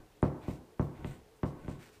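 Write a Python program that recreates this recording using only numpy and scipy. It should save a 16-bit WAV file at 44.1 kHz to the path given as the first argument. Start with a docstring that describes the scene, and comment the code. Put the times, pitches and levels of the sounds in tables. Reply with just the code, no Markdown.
"""Mallet on a kayak hull

A rubber mallet knocks a plastic kayak in a garage: three firm blows, each followed by a lighter tap.
Bending waves reach the air treble first, the hollow hull booms and the garage rings on.
Between blows the mallet and hand slide softly and nudge the hull, over a faint machine hum."""
import sys
import numpy as np
from scipy import signal
from scipy.fft import rfft, irfft
from scipy.io import wavfile

SR = 44100
rng = np.random.default_rng(int(sys.argv[2]) if len(sys.argv) > 2 else 0)


def wav_record(signal):
    """Record a signal, one row per channel, as 16-bit PCM in the file named by sys.argv[1]."""
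    frames = np.transpose(np.atleast_2d(signal))
    bounded = np.clip(frames, -1, 1)
    # unit amplitude maps onto the largest positive 16-bit level
    quanta = np.round(bounded * 32767).astype(np.int16)
    wavfile.write(sys.argv[1], SR, quanta)


N = 88200

# room tone EQ: f/Hz, level/dB
ROOM_TONE_EQ = [(15, -52), (25, 2.5), (90, -1.5), (257, -9), (374, -8), (428, 3), (606, -12.5), (712, -7),
                (1150, -15), (15100, -29.5)]
# hum bands: f/Hz, width/Hz, level/dB
HUM_BANDS = [(306, 53, -76.5), (423, 16, -73.5), (557, 10, -79)]
# garage decay: f/Hz, t60/s
GARAGE_DECAY = [(50, 0.26), (130, 0.32), (350, .5), (920, 0.89), (2400, 0.57), (8000, 0.35)]
# reverb EQ: f/Hz, level/dB
GARAGE_EQ = [(50, -9), (150, 4), (400, 0.5), (750, -0.5), (1150, -4), (2200, 0.5), (6000, -0.5)]
# five resonances of rubbing: f/Hz, width/Hz
SCUFF_BANDS = [(1700, 1770), (3300, 2000), (5200, 2340), (8000, 3120), (13300, 4900)]
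# rubbing strokes: t/s, length/s, then level/dB for each scuff band
RUB_STROKES = [(.10, 0.16, -85, -78.5, -96, -98, -99), (0.223, 0.079, -62.5, -70, -72, -74.5, -77),
               (.41, 0.12, -61, -70.5, -80, -77, -79), (0.468, 0.14, -64, -71.5, -73.5, -71, -74.5),
               (.81, 0.082, -82, -77, -81, -76.5, -76), (.93, 0.25, -64, -76, -85, -83, -85),
               (1.044, 0.16, -69.5, -68.5, -83, -69, -76), (1.36, 0.031, -91, -91, -92, -76, -82),
               (1.448, 0.084, -79, -73, -74, -72.5, -79), (1.57, 0.3, -66.5, -77, -93, -81.5, -89),
               (1.678, 0.096, -71, -73.5, -77.5, -73, -83), (1.788, 0.15, -63.5, -71, -72.5, -71.5, -75.5),
               (1.92, 0.088, -69.5, -75.5, -74.5, -74, -79)]
# envelope of the low murmur in the hull: t/s, level/dB
MURMUR_ENVELOPE = [(0, -49.5), (.1, -73.5), (.2, -68.5), (.36, -91), (.45, -51.5), (.6, -55), (.7, -85),
                   (.93, -63), (1.02, -47), (1.15, -49), (1.25, -88), (1.55, -57), (1.65, -51.5),
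                   (1.75, -51.5), (1.85, -69), (2, -68.5)]
# small ticks: t/s, level/dB, f/Hz
SMALL_TICKS = [(0.223, -44, 8300), (0.481, -56, 5970), (0.813, -49.5, 6000), (0.826, -53, 4000),
               (1.4322, -50.5, 5450), (1.894, -61, 13680), (1.892, -48, 1930)]
# the mallet head's own ring: f/Hz, level/dB, t60/s
HEAD_MODES = [(2048, 1, 0.012), (2630, 7, 0.004), (3180, -13.5, 0.018)]
# the hollow hull's modes: f/Hz, level/dB, t60/s
HULL_MODES = [(61.6, -6, 0.34), (74.85, -3, 0.33), (104.1, 2.5, 0.162), (141.6, 4.5, 0.25),
              (172, -12, 0.26), (224.6, 2, 0.066), (301.2, 1, 0.14), (365.4, -5.5, 0.13), (518.3, -9, 0.27),
              (585.5, -13, 0.39), (737.7, -10, 0.24), (860, -29.5, 0.27), (949, -10, 0.078),
              (1033, -13.5, 0.11), (1092.6, -18, 0.27), (1515, -8.5, 0.064)]
# EQ of the bending wave: f/Hz, level/dB
WAVE_EQ = [(40, -28), (150, 8.5), (400, 0.5), (1000, 2), (2000, -7), (4000, -20), (9000, -50)]
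# its echoes from the hull's edges: delay/s, level/dB
EDGE_ECHOES = [(.0045, -8), (.008, -14), (.0112, -4.), (.017, -13.5), (.023, -9.5), (.031, -9)]
# blows and taps: t/s, level/dB, contact/s, brightness/(dB per octave), boom/dB, upper ring/dB,
# clack/dB, clack delay/s, second touch/dB
MALLET_BLOWS = [(.2270, -15.5, 0.0016, 1.5, -3, -4, -45.5, 0.00067, -25),
                (0.4806, -25, 0.0018, -4., -5, 6, -62, 0.003, -26),
                (0.7948, -20, 0.002, 2.5, 1.5, 7, -70, 0.037, -20.5),
                (1.0449, -30, .002, 0, -0.5, -2, -39.5, 0.00063, -14.5),
                (1.4310, -21.5, 0.0023, 4.5, -2, 7.5, -46, 0.0049, 18),
                (1.6806, -28, 0.0018, -2, -2.5, 9.5, -48.5, 0, -21.5)]
# soft nudges of the hull: same columns
HULL_NUDGES = [(1.008, -49, 0.0097, -2., -6, 0., -80., 0.0092, -20.),
               (1.153, -48, 0.0078, -2.2, 3., 0.0039, -75, 0., -20.),
               (1.645, -42, 0.0064, -1., 5, 0., -80., 0.0074, -13),
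               (1.78, -50.5, 0.0042, -0.21, -11, 0.0079, -83, 0., -16)]

ROOM_TONE_DB, REVERB_DB, WAVE_DB = -63.5, -8.5, -3
GRAIN_SPREAD_DB, GRAINS_PER_S = 2, 9800
STROKE_ATTACK = 0.21  # share of a stroke spent rising
BOOM_BELOW_HZ, UPPER_RING_ABOVE_HZ = 160, 800
LOW_CUT_HZ, HIGH_CUT_HZ = 62.4, 15280  # the hull radiates little under the first; the mix ends at the second
TRAVEL_S = .0024  # bending wave's travel time at 1 kHz, longer in the bass
BOUNCE_S, CLACK_ATTACK_S = 0.000943, 0.00032


def amp(db):
    return 10 ** (np.asarray(db) / 20)


def unit_rms(x):
    return x / np.sqrt(np.mean(x ** 2) + 1e-20)


def curve_at(points, hz):
    f, value = np.transpose(points)
    return np.interp(np.log(hz + 1), np.log(f + 1), value)


def place(mix, start, sound):
    part = mix[round(start * SR):][:len(sound)]
    part += sound[:len(part)]


def filtered(x, gain):
    """EQ by a gain per frequency bin, then set the rms to 1."""
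    return unit_rms(irfft(rfft(x) * gain, len(x)))


def struck(modes, size):
    """Decaying sines after one impulse."""
    t = np.arange(size) / SR
    return sum(amp(db - 60 * t / t60) * np.sin(2 * np.pi * hz * t) for hz, db, t60 in modes)


def room_tone():
    """A bed of dark noise with the fuzzy hum of distant machines."""
    hz = np.fft.rfftfreq(N, 1 / SR)
    hum = sum(amp(db) * filtered(rng.standard_normal(N), 1 / (1 + (2 * (hz - f) / width) ** 2))
              for f, width, db in HUM_BANDS)
    return amp(ROOM_TONE_DB) * filtered(rng.standard_normal(N), amp(curve_at(ROOM_TONE_EQ, hz))) + hum


def garage_reverb(x):
    """Random reflections, each band dying at its own speed."""
    taps = rng.choice([-1., 1.], SR) * (rng.random(SR) < .1) * (np.arange(SR) > .006 * SR)
    hz, t, spectra = signal.stft(taps, SR, nperseg=512)
    tail_db = curve_at(GARAGE_EQ, hz)[:, None] - 60 * t / curve_at(GARAGE_DECAY, hz)[:, None]
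    tail = signal.istft(spectra * amp(tail_db), SR, nperseg=512)[1]
    tail[:250] = 0  # pre-delay
    return signal.fftconvolve(x, tail / np.linalg.norm(tail))[:N]


def slide():
    """Mallet and hand rub: friction grains scuff in broad bands and murmur through the hull."""
    t, hz = np.arange(N) / SR, np.fft.rfftfreq(N, 1 / SR)
    grains = rng.standard_normal(N) * amp(GRAIN_SPREAD_DB * rng.exponential(1, N))
    grains *= rng.random(N) < GRAINS_PER_S / SR
    bands = [filtered(grains, 1 / (1 + (2 * (hz - f) / width) ** 4)) for f, width in SCUFF_BANDS]
    short_ring = hull_ring(boom_db=-4.5, upper_db=0)[:3000] * np.hanning(6000)[3000:]
    murmur = unit_rms(signal.fftconvolve(grains, short_ring)[:N])
    mix = murmur * amp(np.interp(t, *np.transpose(MURMUR_ENVELOPE)))
    for start, length, *levels_db in RUB_STROKES:
        ramp = np.interp(t, start + length * np.array([0, STROKE_ATTACK, 1]), [0, 1, 0])
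        mix += np.sin(np.pi / 2 * ramp) * sum(amp(db) * band for db, band in zip(levels_db, bands))
    return mix


def tick(level_db, hz):
    """A tiny ping, gone in about 3 ms."""
    return struck([(hz, level_db, 0.0029)], 200)


def mallet_clack():
    """The head rings briefly as it touches."""
    attack = np.minimum(np.arange(2000) / SR / CLACK_ATTACK_S, 1)
    return struck(HEAD_MODES, 2000) * attack


def hull_ring(boom_db, upper_db):
    """The hull's modes after one impulse, with trims on the boom and the upper ring."""
    modes = [(hz, db + boom_db * (hz < BOOM_BELOW_HZ) + upper_db * (hz > UPPER_RING_ABOVE_HZ), t60)
             for hz, db, t60 in HULL_MODES]
    return struck(modes, SR // 2)


def blow(start, level_db, contact_s, bright_db, boom_db, upper_db, clack_db, clack_delay, bounce_db):
    """A soft push travels as a bending wave, echoes off the edges and rings the hull: (start, sound)."""
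    size, pre_roll = SR // 2, .005
    hz, t = np.fft.rfftfreq(size, 1 / SR), np.arange(size) / SR

    def delay(seconds):
        return np.exp(-2j * np.pi * hz * seconds)

    push = amp(bright_db * np.log2(1 + hz / 500)) / (1 + (hz * contact_s) ** 2)  # long contact is dull
    low_cut = 1 / np.sqrt(1 + (LOW_CUT_HZ / (hz + 1)) ** 8)
    bounce = 1 + amp(bounce_db) * delay(BOUNCE_S)  # the head touches twice
    travel = np.exp(-4j * np.pi * TRAVEL_S * np.sqrt(1000 * hz)) * delay(-.001)  # treble first
    drive = push * low_cut * bounce * travel * delay(pre_roll)
    echoes = sum(amp(db) * delay(lag) * travel ** .5 for lag, db in EDGE_ECHOES)
    wave = -irfft(drive * amp(curve_at(WAVE_EQ, hz)) * (1 + echoes), size)
    ring = irfft(drive * rfft(hull_ring(boom_db, upper_db)), size)
    body = amp(WAVE_DB) * wave / abs(wave).max() + ring / abs(ring).max()
    fades = np.clip((t - .004) / .0015, 0, 1) * np.clip((.45 - t) / 0.035, 0, 1)
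    sound = amp(level_db) * body * fades
    place(sound, pre_roll + clack_delay, amp(clack_db) * mallet_clack())
    return start - pre_roll, sound


def scene():
    """Knocks and ticks feed the reverb; rubbing and room tone stay dry. Mono."""
    knocks = np.zeros(N)
    for row in MALLET_BLOWS + HULL_NUDGES:
        place(knocks, *blow(*row))
    for start, level_db, hz in SMALL_TICKS:
        place(knocks, start, tick(level_db, hz))
    return (knocks + amp(REVERB_DB) * garage_reverb(knocks) + slide() + room_tone())[None]


def record(dry):
    """A steep high cut on the whole mix."""
    high_cut = signal.firwin(1023, HIGH_CUT_HZ, window=("kaiser", 10), fs=SR)
    return signal.oaconvolve(dry, high_cut[None], "same")


dry = scene()
out = record(dry)
wav_record(out)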